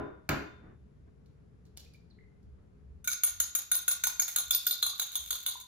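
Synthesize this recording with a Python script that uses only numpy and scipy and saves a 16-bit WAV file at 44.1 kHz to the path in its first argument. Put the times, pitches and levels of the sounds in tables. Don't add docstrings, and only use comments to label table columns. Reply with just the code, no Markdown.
import sys
import numpy as np
from scipy import signal
from scipy.fft import rfft, irfft, next_fast_len
from scipy.io import wavfile
from scipy.ndimage import uniform_filter1d

SR = 44100
rng = np.random.default_rng(int(sys.argv[2]) if len(sys.argv) > 2 else 0)


def wav_out(sig):
    wavfile.write(sys.argv[1], SR, np.round(np.clip(np.atleast_2d(sig).T, -1, 1) * 32767).astype(np.int16))


N = 250047
TIME = np.arange(N) / SR
AGE = TIME[:SR // 2]

# start in seconds, level in dB, tick t60 in seconds,
# relative level in dB of each of four mode pairs, spot on the wall (0 thin, 1 full).
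STROKES = [(3.074, -17, 0.0075, 1.5, 4, 0.5, -14, 0.11), (3.234, -15.5, 0.0019, -8, -15, -2.5, -2.5, 0.11),
           (3.400, -19, 0.016, -5, -4.5, 3, -1, 0.26), (3.550, -14.5, 0.0053, -14.5, -11, -13.5, 0, 0.19),
           (3.7148, -14.5, 0.0045, -4, 1, -2.5, 2, 0.38), (3.879, -20, 0.013, 4.5, 4, 1.5, 6, 0.5),
           (4.037, -16.5, 0.014, -0.5, -3, 5.5, -19, 0.39), (4.196, -14, 0.0066, -4.5, -5.5, -4, -17, 0.16),
           (4.3605, -15, 0.0087, -4, -2, -6, -8, 0.55), (4.5075, -12.5, 0.0079, -6.5, 1, -25, 1, 0.42),
           (4.666, -18.5, 0.008, 1.5, 0, -16, 8.5, 0.69), (4.826, -19.5, 0.012, 0, -6.5, -1, -2.5, 1.43),
           (4.996, -20.5, 0.014, -5, -4, -5.5, -10, 0.87), (5.154, -20, 0.0099, -9, -4, -4.5, 0, 1.11),
           (5.306, -19, 0.0087, -7, -9, -6, -8, 1.05), (5.462, -20.5, 0.011, -4.5, -9.5, -4, -2, 1.2)]
# start in seconds, relative level in dB.
GRAZES = [(3.043, -33), (3.128, -42), (3.789, -28.5), (4.098, -28.5), (4.28, -22.5), (5.127, -33),
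          (5.276, -38), (5.353, -27), (5.512, -34.5), (5.609, -39)]
# frequency in Hz, relative level in dB per Hz.
CONTACT = [(200, -28), (350, -16), (600, -14), (1100, -3), (1800, -2), (2400, 2), (3000, 1), (3800, 9.5),
           (5200, -2.5), (6600, 13), (8000, 6), (11000, 4), (13000, 7.5), (14200, 12), (15200, 8),
           (16000, -14.5)]
# time in seconds, level change in dB.
LOW_MIDS = [(3.07, 2), (3.55, 6), (3.85, 3), (4.36, 4), (4.52, -1), (5.5, 1.5)]


def from_db(db):
    return 10 ** (np.asarray(db) / 20)


def rms_one(x):
    return x / np.sqrt(np.mean(x ** 2) + 1e-20)


def dying(t, t60):
    return np.exp(-np.log(1000) * np.minimum(t / t60, 5))


def at_hz(points, hz):
    known_hz, values = np.transpose(points)
    return np.interp(np.log(np.maximum(hz, 1)), np.log(known_hz), values)


def colour(x, spectrum, size=4096):
    log_gain = np.log(from_db(at_hz(spectrum, np.fft.rfftfreq(size, 1 / SR))))
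    cepstrum = irfft(log_gain)
    cepstrum[1:size // 2] *= 2
    cepstrum[size // 2 + 1:] = 0
    response = irfft(np.exp(rfft(cepstrum)))
    length = x.shape[-1]
    padded = next_fast_len(length + size, True)
    return irfft(rfft(x, padded) * rfft(response, padded), padded)[..., :length]


def add(track, s, sound):
    start = round(s * SR)
    part = sound[..., max(-start, 0):max(N - start, 0)]
    first = max(start, 0)
    track[..., first:first + part.shape[-1]] += part


def clicks(per_s, size):
    return rng.standard_normal(size) * (rng.random(size) < per_s / SR)


def hump(s, length):
    return np.exp(-np.minimum((2 * (TIME - s) / length) ** 2, 20))


def burst(spectrum, t60):
    fade = dying(AGE, t60)
    spray = colour(rng.standard_normal(len(AGE)) * fade, spectrum)
    return rms_one(spray) * np.sqrt(np.mean(fade ** 2))


def struck(modes, spread_db, detune):
    hz, db, t60 = np.transpose(modes)[:, :, None]
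    strength, shift, phase = rng.standard_normal((3, len(modes), 1))
    swing = np.sin(2 * np.pi * (hz * (1 + detune * shift) * AGE + phase))
    return np.sum(from_db(db + spread_db * strength) * dying(AGE, t60) * swing, axis=0)


def evened(response, width_hz):
    spectrum = rfft(response)
    power = uniform_filter1d(np.abs(spectrum) ** 2, max(int(width_hz * len(AGE) / SR), 1))
    level = irfft(spectrum / np.sqrt(power + 1e-20), len(AGE)) * (AGE < .4)
    return rms_one(level) * np.sqrt(np.mean(response ** 2))


def kitchen(wet_db, near_db):
    # frequency in Hz, t60 in seconds.
    room_t60 = [(80, 0.217), (250, 0.42), (1400, 0.51), (4000, 0.45), (7000, 0.41), (14000, 0.11)]
    # frequency in Hz, level in dB before wet_db.
    room_colour = [(100, -11), (400, -1.5), (1400, -2.5), (4000, -1), (7000, -4.5), (10000, -10),
                   (14000, -2)]
    edges = np.geomspace(40, 19000, 13)
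    tail = np.zeros((2, len(AGE)))
    for low, high in zip(edges, edges[1:]):
        band_pass = signal.butter(2, [low, high], "band", fs=SR, output="sos")
        band = signal.sosfilt(band_pass, rng.standard_normal(tail.shape))
        tail += band * dying(AGE, at_hz(room_t60, np.sqrt(low * high)))
    tail *= np.clip(AGE / 0.011, 0, 1)
    scatter = rng.standard_normal(tail.shape) * dying(AGE, .02) * (AGE > .001)
    near = evened(scatter, width_hz=100)
    early = from_db(near_db) * rms_one(near) / np.sqrt(len(AGE))
    early[[0, 1], [3, 0]] += 1
    late = colour(rms_one(evened(tail, width_hz=60)), room_colour) / np.sqrt(len(AGE))
    return early + from_db(wet_db) * late


def heard(x, room):
    return signal.fftconvolve(x[None], room, axes=1)[:, :N]


def egg_knocks(room, ring_db, thud_db, crunch_db, give_s, pan_db):
    # start in seconds, then level,
    # bass, treble and ringing, all relative in dB.
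    knocks = [(-0.055, 0, -3.5, -18.5, 0.5), (0.29, -3, 4, 3, -1)]
    # frequency in Hz, relative level in dB, t60 in seconds.
    table_modes = [(125, -11, 0.22), (277.2, 5, 0.25), (313.7, -6.5, 0.35), (342.3, -8.5, 0.15),
                   (384, -4.5, 0.27), (417, -8, 0.49), (630, -1.5, 0.17), (823, -19, 0.28), (968, -7, .17),
                   (1020, -8.5, 0.32), (1203, -6, 0.11), (1283, -3, 0.072), (1437, -2, 0.16),
                   (2050, -14, 0.18), (2130, -16.5, 0.27), (2400, -13.5, 0.1), (2820, -16, 0.32),
                   (3600, -21.5, 0.56), (6600, -28.5, 0.25)]
    # frequency in Hz, relative level in dB per Hz.
    thud_spectrum = [(35, -18), (65, -5), (98, -11.5), (128, -1.5), (200, -6.5), (350, -3), (520, -12.5),
                     (850, -15.5), (1400, -11.5), (2500, -24.5), (6000, -48.5), (12000, -57)]
    crunch_spectrum = [(300, -19.5), (800, -14.5), (1000, 0), (1300, 6), (1650, -5), (2000, -7), (2400, -2),
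                       (2850, -9.5), (3100, -10), (4500, -11.5), (5600, -11), (7000, -10), (9000, -27.5),
                       (13000, -14), (16000, -20.5)]
    out = np.zeros((2, N))
    for s, db, bass_db, treble_db, ringing_db in knocks:
        blow = from_db(ring_db + ringing_db) * struck(table_modes, spread_db=0.5, detune=0.006)
        blow += from_db(thud_db) * burst(thud_spectrum, t60=0.38)
        blow += from_db(crunch_db) * burst(crunch_spectrum, t60=0.017)
        blow *= np.minimum(AGE / give_s, 1)
        tone = [(270, db + bass_db), (480, db), (4000, db + treble_db), (12000, db + 2 * treble_db)]
        add(out, s, heard(colour(blow, tone), room))
    return out * from_db([[pan_db], [-pan_db]])


def noise(spectrum, width):
    mid, side = colour(rng.standard_normal((2, N)), spectrum)
    return rms_one(mid + width * side * [[1], [-1]])


def background(swell_db, sleeve_db, pan_db):
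    # frequency in Hz, relative level in dB per Hz.
    cloth_spectrum = [(300, 12.5), (800, -4.5), (1500, -4), (2500, -17.5), (4000, -37), (9000, -68),
                      (14000, -63)]
    deep_spectrum = [(20, -8.5), (40, -11), (63, 8.5), (80, 4.5), (110, -16.5), (200, -48), (2000, -99)]
    air_spectrum = [(50, -22), (100, 4), (174, 2.5), (260, -7.5), (350, -14), (420, -7), (520, -19.5),
                    (900, -28.5), (1450, -30.5), (3300, -41.5), (7000, -47), (11000, -51), (13000, -79)]
    # middle and length in seconds, relative dB.
    brushes = [(0.678, 0.14, -53), (1.084, 0.023, -60), (1.386, 0.12, -73), (1.673, 0.077, -73),
               (2.61, 0.13, -68.5), (2.797, 0.1, -70)]
    swell_rows = [(2.508, 0.24, -46), (2.945, 0.16, -44.5), (3.378, 0.18, -47), (4.078, 0.22, -54),
                  (4.507, 0.14, -52.5), (5.253, 0.2, -55)]
    deep_db, deep_drop_db = -55.5, 9
    air_db, air_drop_db = -56, 10
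    settled = np.clip((TIME - 3) / 0.22, 0, 1)
    swells = sum(from_db(db + swell_db) * hump(s, length) for s, length, db in swell_rows)
    deep_level = np.hypot(from_db(deep_db - deep_drop_db * settled), swells)
    deep = deep_level * noise(deep_spectrum, width=0.86)
    air = from_db(air_db - air_drop_db * settled) * noise(air_spectrum, width=0.99)
    brushing = sum(from_db(db + sleeve_db) * hump(s, length) for s, length, db in brushes)
    sleeve = brushing * noise(cloth_spectrum, width=0.78)
    return (deep + air) * from_db([[pan_db], [-pan_db]]) + sleeve


def shell_snaps(crack_db, crumble_db, crumble_t60, flakes_per_s):
    # start in seconds, relative level in dB.
    snaps = [(1.26, -70.5), (1.653, -65.5), (1.769, -56), (1.773, -42), (1.802, -57), (1.848, -58),
             (1.936, -60), (1.939, -60), (2.429, -74)]
    # frequency in Hz, relative level in dB per Hz.
    snap_spectrum = [(400, 10), (1200, -4), (2400, -0.5), (4200, 10.5), (7000, 4.5), (9500, -4),
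                     (13000, -3.5), (16000, -9)]
    out = np.zeros(N)
    for s, db in snaps:
        flakes = np.sign(clicks(flakes_per_s, len(AGE))) * rng.uniform(.3, 1, len(AGE))
        crumble = rms_one(colour(flakes, snap_spectrum)) * dying(AGE, crumble_t60)
        crack = burst(snap_spectrum, t60=0.0051)
        add(out, s, from_db(db + crack_db) * crack + from_db(db + crumble_db) * crumble)
    return out


def bubble(hz, glide, t60, rise_s):
    age = AGE[AGE < rise_s + t60]
    swell = np.minimum(age / rise_s, 1) * dying(np.maximum(age - rise_s, 0), t60)
    return np.sin(2 * np.pi * np.cumsum(hz * 2 ** (glide * age)) / SR) * swell


def liquid(splash_db, splash_t60, froth_db, low_hz, high_hz, trail_s, count):
    # start in seconds, frequency in Hz, level in dB,
    # glide in octaves per second, swell in seconds.
    plops = [(1.86, 2400, -59, 9, 0.0057), (1.945, 2330, -57.5, 4, 0.0034), (2.101, 4820, -62, -20, 0.011),
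             (2.187, 2010, -55.5, 2.5, 0.0025), (2.208, 2070, -60.5, 0, 0.0038),
             (2.238, 2025, -60, 2.5, 0.0036), (4.29, 2196, -41.5, -18, 0.0022),
             (4.346, 1976, -54, 2, 0.0045), (4.395, 1124, -45.5, 9, .005), (4.862, 1020, -43, 13, 0.0063),
             (4.93, 1186, -43.5, -1, 0.0084), (5.55, 970, -38, 2.5, 0.0065)]
    out = np.zeros(N)
    for s, hz, db, glide, swell_s in plops:
        splash_spectrum = [(hz / 2, -36), (hz, 0), (2 * hz, -36), (4 * hz, -60)]
        add(out, s, from_db(db + splash_db) * burst(splash_spectrum, splash_t60))
        add(out, s, from_db(db) * bubble(hz, glide, t60=0.038, rise_s=swell_s))
    for s, db, *_ in STROKES:
        for delay, pitch, size in rng.random((count, 3)):
            hz = low_hz * (high_hz / low_hz) ** pitch
            small = bubble(hz, glide=3.5, t60=18 / hz, rise_s=1 / hz)
            add(out, s + trail_s * delay, from_db(db + froth_db - 11.4 * size) * small)
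    return out


def bowl_modes(s):
    # frequency in Hz, relative level in dB, t60 in seconds.
    held_bowl = [(1432, -9.5, 0.14), (1455, -5, 0.083), (3614, -9, 0.18), (3807, -5.5, 0.079),
                 (6310, -5.5, 0.079), (6394, 7, 0.092), (9784, 1.5, 0.17), (9810, -5.5, 0.067),
                 (13900, 6.5, 0.035), (14080, -3, 0.044)]
    pair_hz = [1450, 3700, 6400, 13800]
    starts = [row[0] for row in STROKES]
    latest = max(np.searchsorted(starts, s, "right") - 1, 0)
    weights = list(zip(pair_hz, STROKES[latest][3:-1]))
    return [(hz, db + at_hz(weights, hz), t60) for hz, db, t60 in held_bowl]


def at_spot(sound, s):
    # frequency in Hz, change in dB.
    spot_colour = [(500, 8.5), (1000, 7), (1500, 0.5), (2500, -4.5), (3000, 6), (3500, 16), (3900, 7.5),
                   (4300, 9), (5200, -5), (6400, 0), (7200, -2.5), (13000, -1.5)]
    times, *_, spots = np.transpose(STROKES)
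    spot = np.interp(s, times, spots)
    low_mid_db = np.interp(s, *np.transpose(LOW_MIDS))
    return colour(sound, [(hz, (spot - .5) * db + low_mid_db * (hz < 2000)) for hz, db in spot_colour])


def clink(s, click_db, tick_db, tick_t60, skid_db, skid_t60, bowl_db, stick_db, landing_s):
    # frequency in Hz, relative level in dB, t60 in seconds.
    stick_modes = [(1201, -18.5, 0.041), (2317, -12.5, 0.023), (2640, -14.5, 0.022), (3537, -6, 0.031),
                   (3800, -14, 0.069), (4063, -23, 0.029), (4050, -8.5, 0.032), (4160, -6.5, 0.038),
                   (6610, 4, 0.028), (6680, 2, 0.031), (6830, 0, 0.014), (10620, -6, 0.012)]
    rattle_s, rattle_db, rattle_fade_db = 0.1, -10, 56
    tick = from_db(tick_db) * burst(CONTACT, tick_t60)
    slips = clicks(2100, len(AGE))
    skid = from_db(skid_db) * rms_one(colour(slips, CONTACT)) * dying(AGE, skid_t60)
    ring = from_db(bowl_db) * struck(bowl_modes(s), spread_db=2.0, detune=0.003)
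    ring += from_db(stick_db) * struck(stick_modes, spread_db=6.5, detune=0.017)
    sound = (tick + skid + ring) * np.minimum(AGE / landing_s, 1)
    impact = 1. * (np.arange(len(AGE)) == round(landing_s / 2 * SR))
    sound += from_db(click_db) * rms_one(colour(impact, CONTACT)) / np.sqrt(len(AGE))
    for delay in rng.random(size=4):
        lag = 1 + int(rattle_s * delay * SR)
        sound[lag:] += from_db(rattle_db - rattle_fade_db * delay) * tick[:-lag]
    return at_spot(sound, s)


def chopsticks():
    # start in seconds, relative level in dB,
    # tick t60 in seconds, relative ringing in dB.
    second_tips = [(3.081, -20, 0.003, -3), (3.115, -24, 0.0035, 8.5), (3.245, -24.5, 0.0053, 9.5),
                   (3.277, -28, .005, 6), (3.440, -37, 0.0035, 7), (3.588, -22.5, 0.0052, 0),
                   (3.753, -19, 0.0085, -7), (3.762, -28.5, 0.0025, 7), (3.914, -18, 0.0059, -4.5),
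                   (4.070, -16.5, 0.0064, -3), (4.220, -16.5, 0.0056, -2), (4.385, -10, 0.0024, -3),
                   (4.5475, -13, 0.0036, 6.5), (4.557, -40, 0.0013, -16), (4.7095, -12, 0.0027, -5.5),
                   (4.72, -28, 0.0024, -10), (4.856, -31, 0.0045, 0), (4.864, -21, 0.006, 5.5),
                   (4.873, -31, 0.0033, -6), (5.016, -22, 0.0034, 8), (5.176, -29, 0.0033, 5),
                   (5.328, -24.5, 0.0067, 0), (5.485, -19.5, 0.0027, 2)]
    # frequency in Hz, change in dB.
    second_tip_colour = [(700, 4.5), (1150, 5.5), (1450, -9.5), (2000, -3.5), (3900, -0.5), (6600, -1.5),
                         (13000, 2)]
    out = np.zeros(N)
    for s, db, tick_t60, *_ in STROKES:
        first = clink(s, click_db=-4.0, tick_db=4.0, tick_t60=tick_t60, skid_db=-11.0, skid_t60=0.048,
                      bowl_db=-14.5, stick_db=-14.5, landing_s=0.0022)
        add(out, s, from_db(db) * first)
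    for s, db, tick_t60, ring_db in second_tips:
        second = clink(s, click_db=0.5, tick_db=5.0, tick_t60=tick_t60, skid_db=-12.0, skid_t60=0.0063,
                       bowl_db=ring_db - 19, stick_db=-21.0, landing_s=0.0014)
        add(out, s, from_db(db) * colour(second, second_tip_colour))
    for s, db in GRAZES:
        graze = clink(s, click_db=4.0, tick_db=-1.0, tick_t60=0.0054, skid_db=-13.5, skid_t60=0.11,
                      bowl_db=-15.0, stick_db=-17.0, landing_s=0.0018)
        add(out, s, from_db(db) * graze)
    return out


def sloshing(level_db, slosh_t60):
    # frequency in Hz, relative level in dB per Hz.
    slosh_spectrum = [(120, -25), (300, 5.5), (450, 0), (700, -12.5), (2000, -37)]
    out = np.zeros(N)
    for s, *_ in STROKES:
        gulp_db = level_db + np.interp(s, *np.transpose(LOW_MIDS))
        add(out, s, from_db(gulp_db) * burst(slosh_spectrum, slosh_t60))
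    return out


def drags(level_db, slips_per_s):
    # start and length in seconds, relative level in dB,
    # rasp around 5 kHz in dB.
    drag_rows = [(3.093, 0.053, -39, -3.5), (3.247, 0.06, -40, -11), (3.418, 0.045, -41, -0.5),
                 (3.581, 0.046, -42, -3), (3.74, 0.015, -39.5, -2), (3.891, 0.053, -37.5, -6),
                 (4.055, 0.05, -44.5, 2.5), (4.216, 0.02, -38.5, 5.5), (4.407, 0.014, -47, 14),
                 (4.516, 0.045, -42.5, 12.5), (4.665, 0.016, -37.5, 8), (4.721, 0.034, -45, 7.5),
                 (4.879, 0.041, -46, 3), (5.01, 0.031, -37, -35), (5.169, 0.059, -48, -20),
                 (5.324, 0.045, -52, 4), (5.478, 0.068, -49, 0)]
    # frequency in Hz, relative level in dB per Hz.
    scrape_spectrum = [(300, -14), (1000, -5.5), (2000, -2), (3100, -1.5), (3800, 15), (5200, 10),
                       (6100, 9.5), (6450, 17), (7000, 12.5), (8000, -13), (11000, 0.5), (13000, 1),
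                       (13900, 6.5), (15000, -3), (16000, -18)]
    out = np.zeros(N)
    for s, length, db, rasp_db in drag_rows:
        pressure = np.sin(np.pi * np.minimum(AGE / length, 1))
        slips = clicks(slips_per_s, len(AGE))
        scrape = rms_one(colour(slips, scrape_spectrum)) * pressure
        rasping = colour(scrape, [(3600, 0), (5000, rasp_db), (6500, 0)])
        add(out, s, from_db(db + level_db) * at_spot(rasping, s))
    return out


def stick_chatter(level_db, from_s, ticks_per_s):
    ticks = clicks(ticks_per_s, N)
    chatter = from_db(level_db) * rms_one(colour(ticks, CONTACT))
    return chatter * (TIME > from_s) * (TIME < GRAZES[-1][0])


def scene():
    room = kitchen(wet_db=-0.4, near_db=-3.5)
    knocks = egg_knocks(room, ring_db=-28.5, thud_db=-26.0, crunch_db=-17.0, give_s=0.0018, pan_db=0.36)
    at_bowl = shell_snaps(crack_db=5.5, crumble_db=-9.5, crumble_t60=0.17, flakes_per_s=380)
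    at_bowl += liquid(splash_db=-9.5, splash_t60=0.022, froth_db=-36.5,
                      low_hz=930, high_hz=2430, trail_s=0.069, count=10)
    at_bowl += chopsticks()
    at_bowl += sloshing(level_db=-73.0, slosh_t60=0.58)
    at_bowl += drags(level_db=1.5, slips_per_s=500)
    at_bowl += stick_chatter(level_db=-53.0, from_s=4.3, ticks_per_s=250)
    return knocks + heard(at_bowl, room) + background(swell_db=-2.5, sleeve_db=2.0, pan_db=1.57)


def record(dry):
    # frequency in Hz, gain in dB.
    mic_sum = [(100, -2.5), (6500, -0.5), (7300, 0.5), (8000, -5), (9300, -12.5), (10200, -0.5),
               (11000, 4.5), (13500, -2)]
    mic_difference = [(100, -9.5), (250, -7), (500, -0.5), (1500, -0.5), (6500, -2), (9800, 5.5),
                      (11500, 7), (12800, -21.5), (15000, -29.5)]
    mid = colour((dry[0] + dry[1]) / 2, mic_sum)
    side = colour((dry[0] - dry[1]) / 2, mic_difference)
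    top_cut = signal.ellip(10, .2, 70, 16300, fs=SR, output="sos")
    return signal.sosfilt(top_cut, mid + side * [[1], [-1]])


dry = scene()
out = record(dry)
wav_out(out)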